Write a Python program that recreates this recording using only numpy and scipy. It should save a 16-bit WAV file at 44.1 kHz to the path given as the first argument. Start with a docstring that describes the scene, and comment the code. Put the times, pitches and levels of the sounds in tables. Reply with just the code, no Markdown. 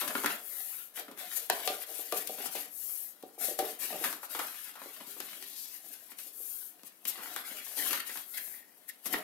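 """Card scrapes and taps on a cutting mat, close to a stereo microphone in a small live room.
Hands fold the scored sheet: fingertips hiss along the creases, its edges catch on the mat,
and edges and fingernails tap down with a clack, a thud and a tick. Curled into an open tube,
the card rings hollow; later a folded flap colours the rubbing. Faint air noise lies underneath."""
import sys
import numpy as np
from scipy import signal
from scipy.fft import rfft, irfft
from scipy.io import wavfile
from scipy.ndimage import uniform_filter1d

SR = 44100
rng = np.random.default_rng(int(sys.argv[2]) if len(sys.argv) > 2 else 0)


def persist_wave(psi):
    """Save psi, clipped to +-1, as 16-bit WAV."""
    counts = np.round(np.clip(psi, -1, 1) * 32767).astype(np.int16)
    wavfile.write(sys.argv[1], SR, np.atleast_2d(counts).T)


N = 407043
TIME = np.arange(N) / SR
HAND_TIME = np.arange(0, N, 32) / SR  # a coarser clock for hand movements


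def gain_of(db):
    """Decibels to amplitude."""
    return np.exp(np.asarray(db) * (np.log(10) / 20))


def unit_rms(x):
    """Scales to rms 1."""
    return x / np.sqrt(np.mean(x ** 2) + 1e-20)


def power_sum(*levels):
    """Amplitudes of unrelated noises, added in power."""
    return np.sqrt(sum(level ** 2 for level in levels))


def at_hz(rows, hz, column=1):
    """One column of a spectrum table, read on a log-frequency axis."""
    table = np.transpose(rows)
    return np.interp(np.log(hz + 1), np.log(table[0] + 1), table[column])


def follow(rows, column=1):
    """One column of a curve at every sample, held beyond its ends."""
    table = np.transpose(rows)
    return np.interp(TIME, table[0], table[column])


def add(mix, start_s, sound):
    """Mixes a sound in at its start time."""
    part = mix[max(round(start_s * SR), 0):][:len(sound)]
    part += sound[:len(part)]


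def colour(x, spectrum, size=2048):
    """Passes x through a body that rings with the given spectrum, at minimum phase."""
    log_gain = np.log(gain_of(at_hz(spectrum, abs(np.fft.fftfreq(size, 1 / SR)))))
    response = np.fft.ifft(np.exp(np.conj(signal.hilbert(log_gain)))).real
    return signal.oaconvolve(x, response)[:len(x)]


def waver(rate_hz):
    """Slow random drift of rms 1, up to about rate_hz."""
    hz = np.fft.rfftfreq(N, 1 / SR)[:1000]
    noise = rng.standard_normal((len(hz), 2)) @ [1, 1j]
    spectrum = noise / np.sqrt(1 + (hz / rate_hz) ** 4) * hz / (hz + rate_hz / 4)
    drift = unit_rms(irfft(spectrum, 8192))
    return np.interp(TIME, np.linspace(0, N / SR, len(drift)), drift)


def burst(spectrum, t60, crack=0, size=8192):
    """A contact chatters and dies away, with an optional opening crack; rms 1 over its loudest 5 ms."""
    t = np.arange(size) / SR
    force = gain_of(-60 * t / max(t60, 0.004)) + crack * np.exp(-t / 0.0015)
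    chatter = rng.choice([-1, 1], size)
    for _ in range(4):  # even out spectrum and loudness in turn
        white = irfft(np.exp(1j * np.angle(rfft(chatter * force))))
        chatter = white / np.sqrt(abs(uniform_filter1d(white ** 2, size=24)) + 1e-20)
    sound = colour(chatter * force, spectrum)
    return sound / np.sqrt(uniform_filter1d(sound ** 2, size=220).max())


def friction(slips_per_s, spread_db, smooth, uneven_db):
    """Fibres catch and slip: tiny clicks of scattered size over a smooth hiss, under uneven pressure."""
    sizes = gain_of(spread_db * np.minimum(rng.exponential(1, N), 4))
    slips = sizes * rng.choice([-1, 1], N) * (rng.random(N) < slips_per_s / SR)
    pressure = gain_of(uneven_db * waver(rate_hz=25))
    return (unit_rms(slips) + smooth * rng.standard_normal(N)) * pressure


def wandering_dips(x, patchy_db):
    """Ripples in the spectrum wander over time, leaving changing dips."""
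    bands = signal.stft(x, SR, nperseg=512)[2]
    ripple = uniform_filter1d(rng.standard_normal(bands.shape), size=3, axis=0)
    ripple = unit_rms(uniform_filter1d(ripple, size=9, axis=1))
    return signal.istft(bands * gain_of(patchy_db * np.minimum(ripple, 0.5)), SR)[1][:N]


# The tone of the air. Each row: frequency in Hz, level in dB.
AIR_EQ = [(25, -35), (90, -18.5), (170, 2), (280, 7.5), (600, 2.5), (1500, -2.5), (4000, -27), (16000, -3)]

def room_tone():
    """A faint, steady bed of air noise, partly shared by both microphones."""
    shared, left, right = (unit_rms(colour(rng.standard_normal(N), AIR_EQ)) for _ in range(3))
    return gain_of(-70.5) * np.array([shared + 1.8 * left, shared + 1.3 * right])


# The room's tail. Each row: frequency in Hz, t60 in seconds, level in dB, left-right likeness 0-1.
REVERB_BANDS = [(143, 0.3, 4, 0.67), (424, 0.37, 0, 0.84), (1180, 0.36, 0, 0), (3900, 0.22, 0.5, 0),
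                (6570, 0.18, -7.5, 0), (11800, 0.16, -22, 0.7)]

def room(x, size=32768, echoes_per_s=4000):
    """Dense reflections die band by band, alike at both microphones in the bass."""
    echoes = rng.standard_normal((2, size)) * (rng.random((2, size)) < echoes_per_s / SR)
    hz, t, bands = signal.stft(echoes / echoes.std(), SR, nperseg=256)
    t60, wet_db, alike = (at_hz(REVERB_BANDS, hz, column)[:, None] for column in (1, 2, 3))
    bands[1] = alike * bands[0] + np.sqrt(1 - alike ** 2) * bands[1]
    equal_energy = np.sqrt(2 * np.log(1000) / (t60 * SR))
    onset = np.minimum(t / 0.0027, 1)
    bands *= gain_of(wet_db - 60 * t / t60) * equal_energy * onset
    tail = signal.istft(bands, SR, nperseg=256)[1]
    return signal.oaconvolve(np.float32(x)[None], np.float32(tail), axes=1)[:, :N]


def moving_room(x):
    """The hands move about, so the sound drifts between four patterns of reflections."""
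    paths = np.array([waver(rate_hz=5.87) for _ in range(4)])
    return sum(room(x * share) for share in paths / np.linalg.norm(paths, axis=0))


# The table's low body. Each row: frequency in Hz, level in dB.
TABLE_EQ = [(25, 3), (95, -3), (175, 8), (260, -4), (600, -42)]
# Firm pushes through the mat. Each row: start in seconds, level in dB.
TABLE_BUMPS = [(0.242, -64), (1.503, -61), (1.68, -67), (4.042, -70), (9.14, -55)]

def table_bumps(rise_s=0.004):
    """The weight of the hands lands on the heavy table, which answers late with a soft, low push."""
    out = np.zeros(N)
    for start, db in TABLE_BUMPS:
        push = burst(TABLE_EQ, t60=0.124)
        onset = np.minimum(np.arange(len(push)) / SR / rise_s, 1)
        add(out, start, gain_of(db) * push * onset)
    return out


# The hollow modes of the curled card. Each row: frequency in Hz, level in dB, t60 in seconds.
TUBE_MODES = [(324, -5.5, 0.045), (371.5, 3.5, 0.039), (460, -0.5, 0.081), (611, 2.5, 0.033),
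              (734, -0.5, 0.043), (770, -7, 0.065), (1175, -19.5, 0.077)]

def tube_ring(tilt_db=0, strike_spread_db=1.5, grip_detune=0.019):
    """One blow rings the tube: hardness tilts the modes, the spot favours some, the grip retunes them."""
    t = np.arange(SR // 5) / SR
    modes = np.zeros(len(t))
    for hz, db, t60 in TUBE_MODES:
        level_db = db + tilt_db * np.log2(hz) + strike_spread_db * rng.standard_normal()
        tuned_hz = hz * (1 + grip_detune * rng.standard_normal())
        modes += gain_of(level_db - 60 * t / t60) * np.sin(2 * np.pi * (tuned_hz * t + rng.random()))
    low_cut = signal.butter(2, 260, "high", fs=SR, output="sos")
    return signal.sosfilt(low_cut, modes * (1 - np.exp(-t / 0.0011)))


# Hollow knocks. Each row: start in seconds, level in dB, hardness as a tilt in dB per octave.
TUBE_KNOCKS = [(1.499, -46.5, 1.5), (1.6757, -44, 17), (1.701, -49, 7), (1.911, -62.5, 6),
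               (1.992, -58.5, 8.5), (2.125, -44.5, 16.5), (2.136, -54, -1), (2.158, -54, 1),
               (2.295, -52, 1.5), (2.401, -58.5, -21), (2.551, -53, 2), (3.235, -55, -2), (3.378, -63, 5),
               (3.444, -58, 2), (3.484, -53, 2), (3.511, -54.5, -9), (3.589, -42.5, 10), (3.6, -45, 4),
               (3.625, -50, -1), (3.644, -49, 4), (3.927, -55, 12), (4.011, -59, -2), (4.858, -61, -8),
               (6.401, -72, 3)]

def tube_knocks():
    """The bent card rings as it is bumped and set down on the mat."""
    out = np.zeros(N)
    for start, db, tilt_db in TUBE_KNOCKS:
        add(out, start, gain_of(db) * unit_rms(tube_ring(tilt_db)))
    return out


HISS, SCRAPE, FLEX = 2, 3, 4  # level columns of the hand movements

def envelope(shape, moves, column):
    """The joint amplitude of all hand movements of one kind, from one of their level columns."""
    levels = (gain_of(move[column]) * shape(move[0], move[1]) for move in moves)
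    return np.interp(TIME, HAND_TIME, power_sum(*levels))


# The hands shift or turn the sheet.
# Each row: start and length in seconds, then hiss, scrape and flex levels in dB.
SHEET_DRAGS = [(0.0, 0.12, -35, -55, -53.5), (0.117, 0.23, -35, -48, -57), (0.934, 0.056, -38.5, -53, -54),
               (1.182, 0.14, -41, -51, -53.5), (1.29, 0.15, -37.5, -60, -65),
               (1.488, 0.18, -37, -48.5, -52), (1.633, 0.12, -35, -47.5, -51),
               (1.854, 0.36, -38.5, -58, -62), (2.14, 0.15, -42.5, -62, -58.5),
               (2.253, 0.19, -39, -54.5, -57), (2.358, 0.1, -39, -50.5, -46), (2.494, 0.13, -35, -55, -60),
               (3.378, 0.12, -30, -52, -53), (3.559, 0.15, -35.5, -52.5, -52),
               (3.784, 0.068, -30, -46.5, -51), (3.868, 0.15, -38, -49, -44),
               (3.987, 0.14, -33.5, -54, -59), (4.278, 0.18, -36.5, -50, -59), (4.445, 0.25, -41, -54, -83),
               (4.775, 0.25, -45, -57, -69), (5.041, 0.045, -44, -52, -58.5),
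               (5.149, 0.316, -42.5, -57.5, -66.5), (5.453, 0.31, -42.5, -66.5, -89),
               (5.79, 0.28, -49, -72, -73), (6.16, 0.11, -40.5, -78, -69.5), (7.067, 0.085, -39, -52, -59),
               (7.201, 0.2, -39.5, -51.5, -60.5), (7.432, 0.17, -39, -49, -58),
               (7.622, 0.35, -38.5, -58, -66), (7.749, 0.2, -29.5, -41.5, -53),
               (8.037, 0.17, -37.5, -54.5, -72), (9.071, 0.11, -37, -50, -49.5)]

def drag(start, length, attack_s=0.036, ease_db=-1.5, release_s=0.041):
    """A drag takes hold, eases off as it goes, and lets go."""
    t = np.maximum(HAND_TIME - start, 0)
    hold = gain_of(ease_db * np.minimum(t / length, 1))
    release = np.exp(-np.maximum(t - length, 0) / release_s)
    return np.minimum(t / attack_s, 1) * hold * release


# Quick finger brushes. Each row: peak time and half-width in seconds, hiss and scrape levels in dB.
FINGER_FLICKS = [(0.008, 0.012, -29.5, -39), (0.311, 0.0093, -36.5, -36), (0.961, 0.0023, -44, -49),
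                 (0.994, 0.006, -33.5, -41.5), (1.196, 0.011, -36.5, -46.5), (1.374, 0.014, -26, -67),
                 (1.822, 0.013, -36, -46.5), (1.995, 0.026, -36.5, -69), (2.178, 0.019, -29, -43.5),
                 (2.274, 0.0043, -35, -54), (2.464, 0.011, -30.5, -52), (3.455, 0.015, -31, -64),
                 (3.905, 0.0043, -34, -59), (4.059, 0.0089, -30.5, -58), (4.245, 0.016, -40, -69),
                 (4.65, 0.0082, -40.5, -64), (5.12, 0.023, -39.5, -62), (5.6, 0.028, -38.5, -75),
                 (5.76, 0.015, -42, -59), (5.88, 0.018, -44.5, -68), (5.935, 0.015, -41, -56),
                 (6.114, 0.0095, -42, -56), (6.869, 0.011, -42.5, -64), (7.089, 0.011, -25.5, -68),
                 (8.003, 0.0029, -31.5, -36), (8.349, 0.0068, -38, -41), (8.379, 0.0046, -29, -44),
                 (8.893, 0.0055, -34.5, -72), (9.067, 0.0087, -29.5, -46.5), (9.134, 0.0047, -26, -38)]

def flick(peak, width):
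    """A brush swells to its fastest moment and dies away again."""
    nearness = np.exp(-abs((HAND_TIME - peak) / width))
    return 2 * nearness / (1 + nearness ** 2)


# Long, firm strokes that press a crease flat.
# Each row: start and length in seconds, then hiss, scrape and flex levels in dB.
CREASE_STROKES = [(0.39, 0.52, -35, -56, -69), (2.698, 0.45, -33.5, -63.5, -68.5),
                  (6.312, 0.43, -36, -64, -78), (8.246, 0.39, -38, -61, -71)]

def crease(start, length, skew=0.87, speed_power=0.86):
    """The hand speeds up and slows down along the fold; loudness goes as a power of its speed."""
    progress = np.clip((HAND_TIME - start) / length, 0, 1)
    speed = abs(np.sin(np.pi * progress ** skew))
    return speed ** speed_power


# The dull body of the flat sheet. Each row: frequency in Hz, level in dB.
SHEET_EQ = [(25, -48), (95, -55), (140, -17), (185, -4.5), (280, 2.5), (450, 2), (750, -4.5), (1200, -12),
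            (3000, -31.5)]
# How far the card is curled. Each row: time in seconds, share from 0 (flat) to 1 (tube).
CURL_CURVE = [(1.7, 0.9), (2.2, 0.45), (3.7, 0.86), (4.15, 0.37)]

def sheet_flexing(resting_db=-78):
    """Small slips shake the whole sheet: dull when it lies flat, hollow when it is curled."""
    grain = friction(slips_per_s=250, spread_db=5.5, smooth=0.6, uneven_db=0.5)
    grain = wandering_dips(grain, patchy_db=10.5)
    flat = unit_rms(colour(grain, SHEET_EQ))
    hollow = unit_rms(signal.oaconvolve(grain, tube_ring())[:N])
    curl = follow(CURL_CURVE)
    level = power_sum(envelope(drag, SHEET_DRAGS, FLEX), envelope(crease, CREASE_STROKES, FLEX),
                      gain_of(resting_db))
    return (np.sqrt(1 - curl) * flat + np.sqrt(curl) * hollow) * level


def resonate(x, hz, width_hz):
    """A fixed or moving resonance of gain 1."""
    carrier = np.exp(2j * np.pi * np.cumsum(hz * np.ones(N)) / SR)
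    pole = np.exp(-np.pi * width_hz / SR)
    return 2 * (carrier * signal.lfilter([1 - pole], [1, -pole], x / carrier)).real


def tuned_rub(hz, width_hz):
    """A finger grips in short catches, heard through a narrow air gap that resonates and cuts the bass."""
    grain = friction(slips_per_s=1500, spread_db=3, smooth=0.7, uneven_db=3.5)
    thin = np.diff(grain, prepend=0)
    return unit_rms(resonate(resonate(thin, hz, width_hz), hz, width_hz))


# One rising rub. Each row: time in seconds, level in dB, centre frequency in Hz.
EDGE_SWEEP = [(5.22, -73, 2480), (5.29, -45.5, 2620), (5.37, -59, 2780), (5.48, -55, 3580),
              (5.62, -49.5, 4840), (5.75, -62, 5170)]

def edge_rub():
    """Fingers draw out to the edge of the sheet, and the rub climbs in pitch."""
    touching = (TIME > EDGE_SWEEP[0][0]) & (TIME < EDGE_SWEEP[-1][0])
    rub = tuned_rub(hz=follow(EDGE_SWEEP, column=2), width_hz=2700)
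    return rub * gain_of(follow(EDGE_SWEEP)) * touching


# Rubs on the folded flap. Each row: peak time and half-width in seconds, level in dB.
FLAP_RUBS = [(7.813, 0.014, -39.5), (7.96, 0.026, -45.5), (8.1, 0.01, -45), (8.382, 0.0058, -37),
             (8.57, 0.063, -59.5), (8.898, 0.0065, -47), (9.142, 0.0084, -35.5)]

def flap_rubs():
    """The air gap under the flap gives each brush the same narrow ring."""
    return tuned_rub(hz=1880, width_hz=340) * envelope(flick, FLAP_RUBS, column=2)


# The three colours of a tap: card, mat and contact point. Each row: frequency in Hz, level in dB.
CLACK_EQ = [(200, -32), (560, -4.5), (1080, 5), (1290, 4.5), (1500, 8.5), (1800, 4), (2450, -2), (3700, -6),
            (6000, -16), (16000, -63)]
THUD_EQ = [(25, -23), (95, -29), (140, -15.5), (185, 0), (270, 8), (400, 5), (650, -0.5), (1100, -0.5),
           (3000, -15.5)]
TICK_EQ = [(500, -50), (2500, 5.5), (3600, 7.5), (8500, 8), (12000, 16), (16000, 4)]
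# Edges and nails tapping down. Each row: start in seconds, clack level in dB, clack pitch in Hz,
# thud level in dB, tick level in dB, the tick's t60 in seconds.
TAP_HITS = [(0.018, -39.5, 1350, -43.5, -43, 0.14), (0.077, -37.5, 1610, -44.5, -28.5, 0.076),
            (0.105, -35, 1340, -46, -48, 0.016), (0.152, -28.5, 1440, -34, -49, 0.011),
            (0.16, -37, 1380, -44, -50, 0.02), (0.237, -35, 1400, -39, -41, 0.015),
            (0.244, -30, 1430, -32, -33, 0.02), (0.26, -24.5, 1730, -37, -22, 0.021),
            (0.975, -41, 1970, -53, -45, 0.025), (1.0815, -44, 1220, -48.5, -56, 0.042),
            (1.113, -63, 1350, -48.5, -44.5, 0.039), (1.1753, -52, 1920, -54, -45, 0.03),
            (1.4991, -24, 1560, -51, -24, 0.0046), (1.5002, -24.5, 1040, -57, -17, 0.0034),
            (1.5077, -44, 3600, -43, -46, 0.009), (1.6755, -24.5, 3580, -52, -24.5, 0.015),
            (2.1235, -33.5, 1210, -50, -25, 0.014), (2.273, -53, 4500, -65, -28, 0.026),
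            (2.458, -43.5, 1230, -48, -37, 0.026), (2.552, -45, 2480, -51, -33, 0.16),
            (3.226, -63, 1540, -55.5, -44, 0.025), (3.5897, -38.5, 1770, -40, -24.5, 0.041),
            (4.0396, -30, 1680, -46, -26, 0.1), (4.1275, -41.5, 1290, -48.5, -31, 0.017),
            (4.232, -39.5, 1190, -68.5, -43, 0.027), (4.3494, -34.5, 1250, -46, -33, 0.025),
            (4.3914, -34, 1266, -44, -28.5, 0.055), (4.7548, -48, 1310, -67, -45.5, 0.12),
            (4.817, -41.5, 1130, -59, -45, 0.014), (5.004, -51, 1040, -51, -47, 0.027),
            (5.165, -56, 1100, -52.5, -55, 0.03), (5.2024, -45, 1570, -45.5, -29.5, 0.027),
            (5.331, -45, 2220, -60, -54, 0.018), (5.4252, -47, 2360, -57, -36.5, 0.015),
            (6.118, -48.5, 2320, -58, -46, 0.016), (6.1863, -52.5, 2140, -65, -36, 0.047),
            (6.8338, -75, 1390, -52, -43.5, 0.0047), (7.0527, -39, 2620, -52, -30, 0.025),
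            (7.1763, -48.5, 1460, -53, -44, 0.27), (7.3628, -32, 1520, -46, -28, 0.0096),
            (7.907, -47, 1410, -43, -27, 0.027), (7.9308, -33, 1560, -48, -23, 0.022),
            (8.094, -43.5, 1860, -51, -40, 0.054), (8.156, -41, 1490, -55, -45, 0.027),
            (8.173, -47, 1750, -57, -33, 0.026), (9.058, -46.5, 1650, -47.5, -30.5, 0.062),
            (9.137, -30.5, 1770, -34.5, -43, 0.033)]

def taps(clack_eq_hz=1500):
    """Each tap ticks at the contact, while the struck patch of card clacks and the mat thuds for longer."""
    out = np.zeros(N)
    for start, clack_db, pitch_hz, thud_db, tick_db, t60 in TAP_HITS:
        patch = [(hz * pitch_hz / clack_eq_hz, db) for hz, db in CLACK_EQ]  # stiffer rings higher
        add(out, start, gain_of(clack_db) * burst(patch, t60 * 1.65, crack=0.083))
        add(out, start, gain_of(thud_db) * burst(THUD_EQ, t60 * 1.87))
        add(out, start, gain_of(tick_db) * burst(TICK_EQ, t60, crack=0.084))
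    return out


# The rasp of card on the mat. Each row: frequency in Hz, level in dB.
MAT_EQ = [(300, -63.5), (700, -7), (1100, -3.5), (1900, 4), (2400, 2), (3500, 2), (5000, -0.5), (8000, -22),
          (16000, -85)]

def mat_scraping(catches_per_s=45, catch_gain=0.65, resting_db=-72.5):
    """Card edges drag over the mat with a coarse grain; now and then one catches with a small crackle."""
    grain = friction(slips_per_s=650, spread_db=2.0, smooth=0.38, uneven_db=1.5)
    catches = rng.standard_normal(N) * (rng.random(N) < catches_per_s / SR)
    crackle = unit_rms(colour(catches, CLACK_EQ)) + unit_rms(colour(catches, MAT_EQ))
    scrape = unit_rms(colour(grain, MAT_EQ)) + catch_gain * unit_rms(crackle)
    level = power_sum(envelope(drag, SHEET_DRAGS, SCRAPE), envelope(flick, FINGER_FLICKS, SCRAPE),
                      envelope(crease, CREASE_STROKES, SCRAPE), gain_of(resting_db))
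    return unit_rms(wandering_dips(scrape, patchy_db=14.0)) * level


# Skin on card as the microphone hears it, with a bright peak near 12 kHz. Each row: frequency in Hz, level in
# dB.
SKIN_EQ = [(300, -50), (2000, -16.5), (4000, -12.5), (6500, -6.5), (8500, -3.5), (10500, 1.5), (12200, 5.5),
           (14000, 0.5), (16000, -7)]

def fingertips(resting_db=-57):
    """Dry skin on card: a fine hiss, smoother and airier when it runs firmly along a crease."""
    patchy_db = 3.5  # the hiss's dips stay shallow, so it stays fairly even
    grain = friction(slips_per_s=3500, spread_db=0.7, smooth=1.0, uneven_db=1.2)
    grainy = colour(wandering_dips(grain, patchy_db), SKIN_EQ)
    smooth = colour(wandering_dips(rng.standard_normal(N), patchy_db), SKIN_EQ)
    airy = np.diff(smooth, prepend=0)
    light_touch = power_sum(envelope(drag, SHEET_DRAGS, HISS), envelope(flick, FINGER_FLICKS, HISS),
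                            gain_of(resting_db))  # resting hands never keep quite still
    firm_touch = envelope(crease, CREASE_STROKES, HISS)
    return unit_rms(grainy) * light_touch + unit_rms(airy) * firm_touch


# The right microphone's direct sound. Each row: frequency in Hz, level against the left in dB.
RIGHT_MIC_EQ = [(200, 0.5), (1000, -1.5), (2000, -3), (4000, -11), (6000, -18), (8500, -20), (12000, -30)]

def scene():
    """The direct treble reaches mostly the left microphone; the room reaches both."""
    card = fingertips() + mat_scraping() + sheet_flexing() + taps() + edge_rub()
    tube, flap = tube_knocks(), flap_rubs()
    direct = card + tube + flap
    # tube and flap open toward the microphone, so they sound drier
    reflected = moving_room(card + gain_of(-4) * tube + gain_of(-10) * flap)
    return np.array([direct, colour(direct, RIGHT_MIC_EQ)]) + reflected + table_bumps() + room_tone()


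def record(dry):
    """A steep low-pass trims the very top of the treble."""
    low_pass = signal.firwin(511, 15800, window=("kaiser", 9), fs=SR)
    return signal.oaconvolve(dry, low_pass[None], "same")


dry = scene()
out = record(dry)
persist_wave(out)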